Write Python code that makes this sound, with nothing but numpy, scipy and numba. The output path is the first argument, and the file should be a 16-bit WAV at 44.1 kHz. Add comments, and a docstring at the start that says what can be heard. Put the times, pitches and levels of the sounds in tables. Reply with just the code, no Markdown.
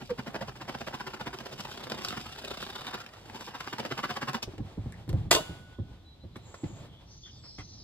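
"""A coping saw rasps in very quick strokes through a molding clamped on a steel stand on a wooden deck.
Its teeth are dense random clicks that ring the wood, the stand and the blade; some snag, some squeal.
The worker drops the saw (a bouncing rattle) and steps back over boards that knock, boom and tremble.
Birds whistle and trill in the trees around, over coloured noise for far traffic, wind and rustling.
All is heard close by, in two channels; railing and house wall give short reflections."""
import sys
import numpy as np
from scipy import signal
from scipy.fft import rfft, irfft, next_fast_len
from scipy.io import wavfile
from scipy.ndimage import uniform_filter1d
from numba import njit

SR = 44100
rng = np.random.default_rng(int(sys.argv[2]) if len(sys.argv) > 2 else 0)


def log_audio(samples):
    """Write samples as a 16-bit WAV file to the path given in sys.argv[1]."""
    # one column per channel
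    frames = np.atleast_2d(samples).T
    # limit to full scale, then quantise
    limited = np.clip(frames, -1, 1)
    pcm = np.round(limited * 32767).astype(np.int16)
    wavfile.write(sys.argv[1], SR, pcm)


N = 345303  # length in samples


def undb(db):
    """Turn a level in dB into a gain."""
    return 10 ** (np.asarray(db) / 20)


def unit(x):
    """Scale to rms 1."""
    return x / np.sqrt(np.mean(x ** 2))


def band_pass(x, low_hz, high_hz, order=2):
    """Keep only what lies between two frequencies."""
    return signal.sosfilt(signal.butter(order, [low_hz, high_hz], "band", fs=SR, output="sos"), x)


@njit
def moving_band(x, hz, width):
    """State-variable band-pass whose centre moves, with gain 1 at the centre."""
    y, band, low = np.empty(len(x)), 0., 0.
    for i in range(len(x)):
        g, k = np.tan(np.pi * hz[i] / SR), width / hz[i]
        v = (band + g * (x[i] - low)) / (1 + g * (g + k))
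        band, low, y[i] = 2 * v - band, low + 2 * g * v, k * v
    return y


def resonate(x, peaks):
    """Sum of (Hz, width, dB) resonances with alternating sign."""
    out = 0
    for k, (hz, width, db) in enumerate(peaks):
        peak = signal.lfilter(*signal.iirpeak(hz, hz / width, SR), x)
        out = out + (-1) ** k * undb(db) * peak / np.sqrt(width)
    return out


def ring(x, modes):
    """Sum of (Hz, dB, t60) modes struck by x; t60 is the time to fade by 60 dB."""
    out = 0
    for hz, db, t60 in modes:
        pole = np.exp((2j * np.pi * hz - np.log(1000) / t60) / SR)
        out = out + undb(db) * signal.lfilter([1], [1, -pole], x).imag
    return out


def on_log_hz(table, n):
    """Values of a (Hz, value) table at the bins of an n-point spectrum."""
    hz, value = np.transpose(table)
    return np.interp(np.log(np.arange(n // 2 + 1) * SR / n + 1), np.log(hz + 1), value)


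def colour(x, table):
    """Shape the spectrum of x by a (Hz, dB) table."""
    n = next_fast_len(len(x))
    return irfft(rfft(x, n) * undb(on_log_hz(table, n)), n)[:len(x)]


def swells(s, ms, db, rise=1.25, fall=.95):
    """Envelope of flat-topped swells; rise and fall stretch the two halves of each; powers add."""
    power = np.zeros(N)
    for t0, width, gain in zip(s, np.asarray(ms) / 1000, undb(db)):
        i = np.arange(max(int((t0 - 2 * width) * SR), 0), min(int((t0 + 2 * width) * SR), N))
        t = i / SR - t0
        bump = 2. ** -np.abs(2 * t / width / np.where(t < 0, rise, fall)) ** 2.5
        power[i] += (gain * bump) ** 2
    return np.sqrt(power)


def clicks(rate, scatter_db):
    """Random clicks, rate a second on average, a few much stronger than the rest."""
    hit = rng.random(N) < rate / SR
    return unit(hit * rng.standard_normal(N) * undb(scatter_db * rng.exponential(size=N)))


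def walk(rate):
    """Random levels held 1 / rate s and smoothed twice; spread near 1."""
    k = int(SR / rate)
    held = np.repeat(rng.standard_normal(N // k + 1), k)
    return 0.83 * uniform_filter1d(uniform_filter1d(held, k), k)[:N]


# cutting strokes: (peak time [s], relative wood level [dB], length before rise and fall shares [ms])
STROKES = [(0.019, -43.5, 27), (0.107, -35.5, 23), (0.194, -37, 30), (0.277, -33.5, 25), (0.358, -35, 31),
           (0.423, -34, 29), (0.488, -38, 32), (0.566, -47, 31), (.62, -38, 29), (.692, -34, 29),
           (0.75, -35, 19), (0.813, -40, 25), (0.88, -32.5, 23.3), (0.946, -35.5, 34), (1.009, -35.5, 24),
           (1.075, -34.5, 26), (1.143, -34.5, 20), (1.21, -35.5, 28), (1.275, -34.5, 33), (1.342, -38, 28),
           (1.408, -41, 21), (1.465, -38.5, 21), (1.531, -45, 41), (1.599, -42.5, 34), (1.653, -39.5, 11),
           (1.716, -38.5, 13), (1.777, -40.5, 12), (1.84, -42.5, 26), (1.916, -40, 39), (1.987, -38, 22),
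           (2.047, -46, 25), (2.113, -49.5, 35), (2.176, -38, 21), (2.265, -42, 20), (2.327, -45, 27),
           (2.39, -44, 27), (2.45, -39.5, 28), (2.513, -36, 25), (2.576, -37, 13), (2.635, -41, 24),
           (2.701, -41.5, 28), (2.759, -37.5, 26), (2.817, -39, 12.4), (2.881, -38.5, 50),
           (2.947, -35.5, 36), (3.011, -41, 32), (3.09, -52, 11), (3.137, -49, 17), (3.216, -51, 5.6),
           (3.26, -51, 12), (3.362, -43, 56), (3.417, -46, 67), (3.484, -37.5, 23), (3.554, -37.5, 30),
           (3.608, -32.5, 12), (3.678, -38, 23), (3.734, -31, 19), (3.799, -30.5, 28), (3.86, -35.5, 30),
           (3.919, -27, 21.4), (3.99, -34.5, 43), (4.047, -28.5, 34.6), (4.107, -30.5, 32),
           (4.169, -30.5, 25), (4.226, -31, 28.4), (4.29, -30.5, 33.5), (4.349, -32, 22),
           (4.433, -39, 19.5)]
# blade dragging between strokes:
# (time [s], relative wood level [dB], stand minus wood level [dB], blade minus wood level [dB])
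DRAG = [(0, -84, 3, 23.5), (.3, -62, -2, -10), (.8, -66.5, -7.5, 9), (1.3, -57.5, -4.5, -3.5),
        (1.9, -56, -3.5, 1), (2.1, -49, -1.5, 0), (2.35, -66.5, -6.5, 7), (2.7, -58, -6, 7),
        (3.0, -60.5, -11.5, -10), (3.2, -62, -5, -4), (3.6, -53.5, -9.5, -2), (4.1, -59, -7.5, -1),
        (4.4, -47.5, -5.5, -9)]
# the cut moves through the profile: (time [s], blade minus wood level of a usual stroke [dB],
# middle pitch of the free end [Hz], way back minus stroke level [dB])
CUT = [(0, -9.5, 655, -18.5), (.75, -6.5, 840, -11.5), (1.3, -6.5, 725, -11.5), (1.6, -0.5, 770, -8),
       (1.95, -5.5, 840, 0), (2.08, 1, 980, -5), (2.22, -3.5, 980, -4), (2.4, 0, 1230, -3.5),
       (2.9, -5, 1310, -4), (3.4, -6, 990, -22), (3.7, -9, 756, -15), (4.3, -5, 810, -22),
       (4.43, 5, 726, -39)]
# resonances of molding, stand and blade: (frequency [Hz], width [Hz], relative level [dB])
WOOD = [(533, 150, 7), (721.4, 35, 10), (830, 370, 3.5), (1630, 130, -8), (1390, 250, 3.5),
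        (2050, 2260, 14.5)]
STAND = [(131.8, 23, 1), (222.6, 37.5, 3.5), (394, 61, -1.5)]
BLADE = [(2386, 580, 2.5), (2980, 490, 7), (3680, 270, 3), (4900, 790, 5), (6850, 3900, 2.5),
         (13200, 10600, -1.5)]
STROKE_RISE, STROKE_FALL = 0.8, 0.56  # stretch of a stroke's two halves
BACK_AFTER_S, BACK_MS, BACK_BLADE_DB = 0.032, 21, -1.5  # the duller way back after each stroke
BITE_DB, BLADE_FOLLOWS = -43, 0.62  # usual stroke; share of a stroke's extra dB that reaches the blade


def saw():
    """Teeth catch fibres as dense clicks that ring the wood, the stand and the blade."""
    t = np.arange(N) / SR
    cut_s, cut_db, cut_ms = np.transpose(STROKES)
    cut_at, share_db, end_hz, back_db = np.transpose(CUT)
    share = np.interp(cut_s, cut_at, share_db) - (1 - BLADE_FOLLOWS) * (cut_db - BITE_DB)
    # every stroke forward, then every way back
    s, ms = np.r_[cut_s, cut_s + BACK_AFTER_S], np.r_[cut_ms, BACK_MS + 0 * cut_ms]
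    wood_db = np.r_[cut_db, cut_db + np.interp(cut_s, cut_at, back_db)]
    blade_db = np.r_[share, share + BACK_BLADE_DB]
    drag_at, drag_db, stand_db, drag_blade_db = np.transpose(DRAG)
    sawing = np.clip((drag_at[-1] - t) / 0.025, 0, 1)  # 1 while the saw is in use
    teeth, dust = clicks(3000, 1.7), clicks(5000, 2.1)
    catch = undb(1.2 * walk(150))  # the cut grips and slips within a stroke
    dull_ticks, bright_ticks = snags()
    stray = .8 * np.clip(clicks(70, 1.), -25, 25)  # lone teeth tick at random all through the sawing
    # (resonances, clicks, stroke dB, drag dB, ticks, tick dB), stroke and drag dB against the wood
    bodies = ((WOOD, teeth, 0, 0, dull_ticks, -5),
              (STAND, teeth, np.interp(s, drag_at, stand_db), stand_db, dull_ticks, -14),
              (BLADE, dust + .5 * teeth, blade_db, drag_blade_db, bright_ticks, -6))
    out = 0
    for body, excite, stroke_db, body_drag_db, ticks, tick_db in bodies:
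        bed = sawing * undb(np.interp(t, drag_at, drag_db + body_drag_db) + 4.7 * walk(40.31))
        strokes = swells(s, ms, wood_db + stroke_db, STROKE_RISE, STROKE_FALL)
        force = np.hypot(strokes, bed) * catch * excite + bed * stray + undb(tick_db) * ticks
        out = out + resonate(force, body) / np.std(resonate(excite[:SR], body))
        if body is WOOD:
            out = 0.49 * out + 0.5 * free_end(force, excite, np.interp(t, cut_at, end_hz))
    # the loop ends on the blade, so its force drives the squeal
    return out + squeal(force, excite) + flanks(dust, sawing) + slap(teeth)


# a tooth snags and lets go with a tick: (time [s], relative level [dB], blade minus wood level [dB])
SNAGS = [(1.387, -30, 1), (1.607, -25, 2.5), (1.899, -32.5, 6.5), (1.919, -19, -4), (2.048, -20, 4.5),
         (2.085, -30, 13), (2.106, -23, -3), (2.126, -18, -21), (2.174, -29, -5), (2.627, -23.5, -2),
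         (2.809, -33, 1), (2.867, -28, -9), (2.943, -24.5, -1), (2.987, -33.5, 1), (3.063, -32, 0),
         (3.298, -30, -10), (3.336, -41, -16), (3.409, -26.5, -2), (3.465, -36, 4.5), (3.608, -26, -2),
         (3.729, -22.5, -7), (3.783, -21.5, -4.5), (3.851, -25, -2.5), (3.977, -27.5, 0), (4.033, -24, -11),
         (4.093, -29, -9), (4.332, -30, 6), (4.428, -29.5, 9.5)]


def snags():
    """Each tick is a burst of noise that fades quickly; returns wood and blade versions."""
    s, tick_db, bright_db = np.transpose(SNAGS)
    ticks = np.zeros((2, N))
    ticks[:, (s * SR).astype(int)] = undb([tick_db, tick_db + bright_db])
    fade_ms = 1.97  # time to fall to about a third
    return signal.lfilter([1], [1, -np.exp(-1000 / fade_ms / SR)], ticks) * rng.standard_normal(N)


def free_end(force, excite, hz):
    """The molding's free end changes its pitch as the cut moves and the grip shifts."""
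    place = hz * 2 ** (0.56 * walk(10))
    return moving_band(force, place, 422.0) / np.std(moving_band(excite[:SR], place, 266.0))


# the blade squeals where the cut pinches it:
# (time [s], pitch [Hz], level against the blade's driving clicks [dB])
SQUEAL = [(1.6, 3260, -28), (1.8, 3470, -6), (1.95, 3620, -15), (2.05, 5250, -45), (2.25, 4180, -15),
          (2.45, 3840, -12), (2.9, 3570, -5), (3.05, 3600, -34)]
SQUEAL_WIDTH_HZ = 280.


def squeal(force, excite):
    """A narrow resonance of gliding pitch, driven by the force on the blade."""
    at, hz, db = np.transpose(SQUEAL)
    t = np.arange(N) / SR
    pitch = np.interp(t, at, hz)
    usual = np.std(moving_band(excite[:SR], pitch, SQUEAL_WIDTH_HZ))
    return undb(np.interp(t, at, db)) * moving_band(force, pitch, SQUEAL_WIDTH_HZ) / usual


def flanks(dust, sawing):
    """The blade's flanks rub in the slot: a fine hiss of band-passed clicks, wavering a little."""
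    return sawing * undb(-76.5 + 1.5 * walk(6.0)) * unit(band_pass(dust, 5500, 14500))


# the molding slaps the stand: (time [s], peak level of the slap [dB], pitch [Hz], 60 dB fade [s])
KNOCK = (.112, -25, 490, .025)


def slap(teeth):
    """A short falling tone rings one mode, and the boards below answer with a thud."""
    s, db, hz, t60 = KNOCK
    after = np.arange(N) / SR - s
    push = swells([s], [20], [0])
    # the slap drops in pitch as the board settles
    tone = ring(push * np.sin(2 * np.pi * hz * after * (1 - 4 * after)), [(hz, 0, t60)])
    thud = ring(push * teeth, PLANK)
    return undb(db) * (tone / np.abs(tone).max() + .5 * thud / np.abs(thud).max())


# the saw lands and bounces: (time [s], relative steel level [dB], wood thump minus steel level [dB])
DROP = [(5.3137, -20.5, -6), (5.328, -28, -0.5), (5.35, -29.5, 10), (5.363, -36.5, 13),
        (5.385, -50.5, 18.5)]
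# ringing of wood and of steel: (frequency [Hz], relative level [dB], 60 dB fade [s])
THUMP = [(438, -8, 0.11), (462.6, -3.5, 0.17), (620, -3, 0.14), (666, -1, 0.074), (956, -6.5, .1),
         (1071, -1, 0.061), (1200, -6.5, 0.027), (1295, 0.5, 0.071)]
STEEL = [(2830, 7, 0.12), (3320, -6, 0.092), (3504, -2, .12), (3680, -3.5, 0.12), (4905, -3, 0.087),
         (7320, -0.5, .04), (7700, -5, 0.084), (10600, -18, 0.042)]
# the saw's steel bow sings on: (frequency [Hz], peak level [dB], 60 dB fade [s])
BOW = [(1475, -47, 1.5), (2945, -43, .8), (3500, -49, .8)]
# tone colour of the clatter: (frequency [Hz], relative level per Hz [dB])
CLATTER = [(180, -43), (300, -10), (624, -4), (2650, -10), (3460, -5), (5900, -12), (7440, -12.5),
           (13300, -20.5), (16000, -24)]
BOUNCE_MS = 8.8  # before the rise and fall stretch
SHIVER_DB, SHIVER_T60_S = -32, 0.26  # loose parts of the stand rattle on; relative level, 60 dB fade


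def drop():
    """Bounces of the saw: a rattle of contacts into steel frame and wood."""
    s, db, thump_db = np.transpose(DROP)
    start = int((s[0] - .1) * SR)
    rattle = clicks(20000, .5)[start:]
    ms = BOUNCE_MS + 0 * s
    after = np.arange(start, N) / SR - s[0]
    shiver = (after > 0) * undb(SHIVER_DB - 60 * np.abs(after) / SHIVER_T60_S)
    steel = np.hypot(swells(s, ms, db, rise=0.65, fall=0.94)[start:], shiver) * rattle
    wood = swells(s, ms, db + thump_db, rise=0.34, fall=2.6)[start:] * rattle
    crack = colour(steel, CLATTER) / np.std(colour(rattle, CLATTER))
    landing = 1. * (np.arange(start, N) == int(s[0] * SR))  # a single click
    rung = undb(-29.0) * ring(steel, STEEL) + ring(landing, BOW) + undb(-31.5) * ring(wood, THUMP)
    return np.r_[np.zeros(start), undb(9) * crack + rung]


# footfalls and handling knocks carried by the boards:
# (time [s], boom peak level [dB], knock minus boom peak level [dB], contact time scale [ms])
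STEPS = [(4.474, -39, 10, 20), (4.535, -40, 1, 4.7), (4.581, -27.5, -5.5, 36), (4.604, -27, -38, 4.4),
         (4.771, -26.5, -1, 29), (4.858, -25, -12, 13), (5.079, -22, -9.5, 76), (5.13, -19, -17, 23),
         (5.181, -29.5, -35, 10), (5.209, -30, -21, 9.7), (5.253, -33.5, -7, 11), (5.4, -30, -0.5, 11),
         (5.49, -29, -21.5, 22), (5.784, -27, -2.5, 20), (6.236, -36, -6, 20), (6.36, -39, 0.5, 9.3),
         (6.632, -26.5, 1.5, 23), (6.695, -44, 1, 27), (6.727, -41, -16, 12), (7.585, -35.5, -1.5, 8.8)]
# boom of the deck, then knock of a plank: (frequency [Hz], relative level [dB], 60 dB fade [s])
BOARDS = [(57.5, -25, 0.053), (107, -3, 0.076), (151.4, -4, 0.035)]
PLANK = [(214, -2.5, 0.029), (296, 3.5, 0.079), (343, 1, 0.065), (500, -7, 0.028), (767, -13, 0.079)]
# the boards tremble on: start against the boom, 60 dB fade, level at rest before its waver
TREMBLE_DB, TREMBLE_T60_S, REST_DB = -15.5, 1.02, -58


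def deck():
    """Each footfall or handling knock strikes a plank at once; the deck's boom builds up after it."""
    s, db, knock_db, ms = np.transpose(STEPS)
    out, shaken = np.zeros(N), np.zeros(N)
    shape = rng.standard_normal((len(s), 2, 8192))
    t = np.arange(8192) / SR
    for k in range(len(s)):
        push = t / (ms[k] / 1000)
        boom = ring(shape[k, 0] * push * np.exp(-2.5 * push), BOARDS)
        # smoothing softens the contact
        contact = uniform_filter1d(shape[k, 1], size=24) * push * np.exp(-5. * push)
        knock = ring(contact, PLANK)
        both = boom / np.abs(boom).max() + undb(knock_db[k]) * knock / np.abs(knock).max()
        i = int(s[k] * SR)
        out[i:i + 8192] += (undb(db[k]) * both)[:N - i]
        shaken[i] = undb(db[k] + TREMBLE_DB) ** 2
    # shaking is a power, so it fades at twice the dB rate of undb
    shaken = signal.lfilter([1], [1, -undb(-2 * 60 / TREMBLE_T60_S / SR)], shaken)
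    tremble = np.sqrt(shaken + undb(REST_DB) ** 2) * undb(5.1 * walk(12))
    return out + tremble * unit(ring(rng.standard_normal(N), BOARDS))


# hands and tools brushing the stand: (peak time [s], level [dB], length before rise and fall
# stretch [ms], low edge [Hz], high edge [Hz])
TOUCHES = [(4.581, -48.5, 7.8, 480, 4400), (4.923, -48, 2.7, 2830, 9000), (4.925, -49, 7.3, 1770, 2300),
           (4.941, -49, 6, 1800, 2100), (4.942, -62, 3.4, 3000, 9000), (5.092, -43, 2.3, 4300, 14000),
           (5.092, -44, 14, 487, 5450), (6.358, -46.5, 13, 300, 2600), (6.367, -54, 5, 2500, 12000),
           (6.543, -41.5, 5.4, 200, 1260), (6.544, -53, 20, 500, 5100), (6.64, -51, 8.8, 706, 3580),
           (7.265, -62.5, 43, 1225, 2050), (7.441, -60, 45, 199, 2520), (7.587, -47.5, 40, 200, 2570),
           (7.592, -56.5, 27, 1800, 2170)]


def touches():
    """Short gritty brushes: random clicks, each brush within its own band."""
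    out, grit = np.zeros(N), clicks(9000, 1.2)
    for s, db, ms, low_hz, high_hz in TOUCHES:
        i = slice(int((s - .1) * SR), int((s + 0.063) * SR))
        band = band_pass(grit[i], low_hz, high_hz)
        out[i] += swells([s], [ms], [db], rise=0.21, fall=1.4)[i] * unit(band)
    return out


# bird whistles: (start [s], end [s], start pitch [Hz], end pitch [Hz], level [dB], waver [Hz])
WHISTLES = [(6.036, 6.174, 3980, 3990, -57, 25.3), (6.19, 6.257, 3930, 4050, -61.5, 30.2)]
# buzzy trills in the trees: (start [s], end [s], centre [Hz], width [Hz], level [dB])
TRILLS = [(5.502, 5.892, 3350, 402, -70.5), (6.384, 6.885, 7070, 1620, -63.5),
          (6.856, 7.078, 3230, 610, -65.5), (7.03, 7.456, 5300, 2270, -59),
          (7.219, 7.318, 3270, 700, -56.5), (7.29, 7.43, 3500, 500, -62.5), (6.3, 6.498, 3900, 400, -68),
          (7.342, 7.598, 7700, 700, -76), (7.405, 7.603, 4900, 1514, -54), (7.5, 7.98, 5030, 2300, -54.5),
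          (7.23, 7.274, 3465, 217, -51.5)]


def birds():
    """Near-sine whistles that waver, and bands of noise for trills too quick to resolve."""
    out, waver, drift, noise = np.zeros(N), walk(90), walk(12), rng.standard_normal(N)
    for t0, t1, from_hz, to_hz, db, waver_hz in WHISTLES:
        i = np.arange(int(t0 * SR), int(t1 * SR))
        hz = np.linspace(from_hz, to_hz, len(i)) + waver_hz * waver[i]
        level = undb(db + 1.5 * waver[i[::-1]]) * signal.windows.tukey(len(i), .6)
        out[i] += level * np.sin(2 * np.pi * np.cumsum(hz) / SR)
    for t0, t1, hz, width_hz, db in TRILLS:
        i = np.arange(int(t0 * SR), min(int(t1 * SR), N))
        band = band_pass(np.roll(noise, i[0])[i], hz - width_hz / 2, hz + width_hz / 2, order=5)
        # a stronger strand wanders inside the band
        strand_hz = hz + 0.35 * width_hz * np.roll(drift, i[0])[i]
        band = band + moving_band(band, strand_hz, width_hz / 4)
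        fade = signal.windows.tukey(int((t1 - t0) * SR) + 2, .5)[:len(i)]
        out[i] += undb(db + 1.8 * np.roll(waver, i[0])[i]) * fade * unit(band)
    return out


# phase of left against right channel: (frequency [Hz], phase [rad])
STEREO_PHASE = [(0, 0), (1800, .4), (2800, 2.7), (3960, 1.1), (6100, 3.2), (8200, 6.3), (10200, 9.4),
                (12400, 12.5), (15200, 15.8)]
# loudness between the channels: (frequency [Hz], left minus right level [dB])
STEREO_BALANCE = [(60, -.5), (400, -2.5), (1300, -.5), (8000, 1)]


def stereo(x):
    """Give the two channels a set phase and balance."""
    n = next_fast_len(N)
    half = np.exp(.5j * on_log_hz(STEREO_PHASE, n)) * undb(on_log_hz(STEREO_BALANCE, n) / 2)
    spectrum = rfft(x, n)
    return np.array([irfft(spectrum * half, n)[:N], irfft(spectrum / half, n)[:N]])


def echoes(shape, t60_s, db):
    """Noise responses that set in quickly and fade; the last axis is time."""
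    t = np.arange(shape[-1]) / SR
    fade = undb(db - 60 * t / t60_s) * np.clip(t / 0.001, 0, 1) / np.sqrt(t60_s * SR / 10)
    return band_pass(rng.standard_normal(shape) * fade, 250, 14000)


# 60 dB fade and relative level of the echoes
YARD_T60_S, YARD_DB = 0.082, -2.5
TREES_T60_S, TREES_DB = .8, -20
SHIFT_S = .06  # hands, saw and body move, so the near reflections change this often


def yard(x):
    """Quick, changing echoes of railing and wall, a faint long tail of trees; channels unrelated."""
    hop = int(SHIFT_S * SR)
    starts = np.arange(0, N, hop)
    padded = np.r_[np.zeros(hop), x, np.zeros(2 * hop)]
    window = np.sin(np.pi * np.arange(2 * hop) / (2 * hop))
    # overlapping pieces, each with its own fresh echoes
    pieces = padded[starts[:, None] + np.arange(2 * hop)] * window
    responses = echoes((len(starts), 2, 6000), YARD_T60_S, YARD_DB)
    near = signal.fftconvolve(pieces[:, None], responses, axes=2)
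    out = np.zeros((2, N + SR))
    for i, piece in zip(starts, near):
        out[:, i:i + piece.shape[1]] += piece
    tail = signal.fftconvolve(x[None], echoes((2, SR), TREES_T60_S, TREES_DB))[:, :N]
    return out[:, hop:hop + N] + tail


def spread(table, corner_hz):
    """Coloured noise in both channels, alike in the bass and unrelated above."""
    mid = colour(rng.standard_normal(N), table)
    high_pass = signal.butter(1, corner_hz, "high", fs=SR, output="sos")
    side = signal.sosfilt(high_pass, colour(rng.standard_normal(N), table))
    return (mid + side * np.array([[1], [-1]])) / np.std(mid)


# rustle of clothes and leaves, before its waver: (time [s], level [dB])
RUSTLE = [(4.45, -59.5), (5.0, -59.5), (5.6, -61.5), (6.299, -68), (6.45, -60.5), (6.75, -58), (7.0, -62.5),
          (7.199, -70.5), (7.83, -65.5)]
# level of the far rumble, before its waver: (time [s], level [dB])
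AIR_LEVEL = [(0, -52.5), (.8, -58.5), (2.5, -55.5), (3.2, -62), (4.2, -60), (6.8, -56.5), (7.2, -56),
             (7.83, -53.5)]
# tone colours of rustle and rumble: (frequency [Hz], relative level per Hz [dB])
RUSTLE_COLOUR = [(120, -27), (300, -1.5), (860, -5), (1600, -15), (3400, -14.5), (7500, -28),
                 (12500, -35.5), (16000, -42)]
AIR = [(24, -34.5), (40, 3.5), (101, -5.5), (269, -17), (345, -15.5), (529, -40), (852, -39), (1630, -49),
       (2910, -34.5), (3470, -27.5), (7540, -51), (16000, -80.5)]


def air():
    """Far traffic and wind in the trees, with a nearer rustle; both are noise that swells and fades."""
    t = np.arange(N) / SR
    at, db = np.transpose(RUSTLE)
    rustle_gain = undb(np.interp(t, at, db) + 4.6 * walk(25))
    close = stereo(unit(colour(rng.standard_normal(N), RUSTLE_COLOUR)))
    rustle = rustle_gain * (close + undb(-3.5) * spread(RUSTLE_COLOUR, 500))
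    at, db = np.transpose(AIR_LEVEL)
    return undb(np.interp(t, at, db) + 1.4 * walk(2.5)) * spread(AIR, 500) + rustle


TOP_NOISE_DB = -87


def top_noise():
    """A faint narrow band of steady noise lies near 12.7 kHz."""
    return undb(TOP_NOISE_DB) * unit(resonate(rng.standard_normal((2, N)), [(12700, 1600, 0)]))


def scene():
    """Everything but the air reaches both channels directly and again from the yard."""
    near = saw() + drop() + deck() + touches() + birds()
    return stereo(near) + yard(near) + air()


def record(dry):
    """Add the faint top noise, thin the deepest bass, round the peaks and cut the top."""
    high_pass = signal.butter(2, 45, "high", fs=SR, output="sos")
    thin = signal.sosfilt(high_pass, dry + top_noise())
    rounded = .8 * np.tanh(thin / .8)
    return signal.sosfilt(signal.ellip(8, .2, 70, 15900, fs=SR, output="sos"), rounded)


dry = scene()
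out = record(dry)
log_audio(out)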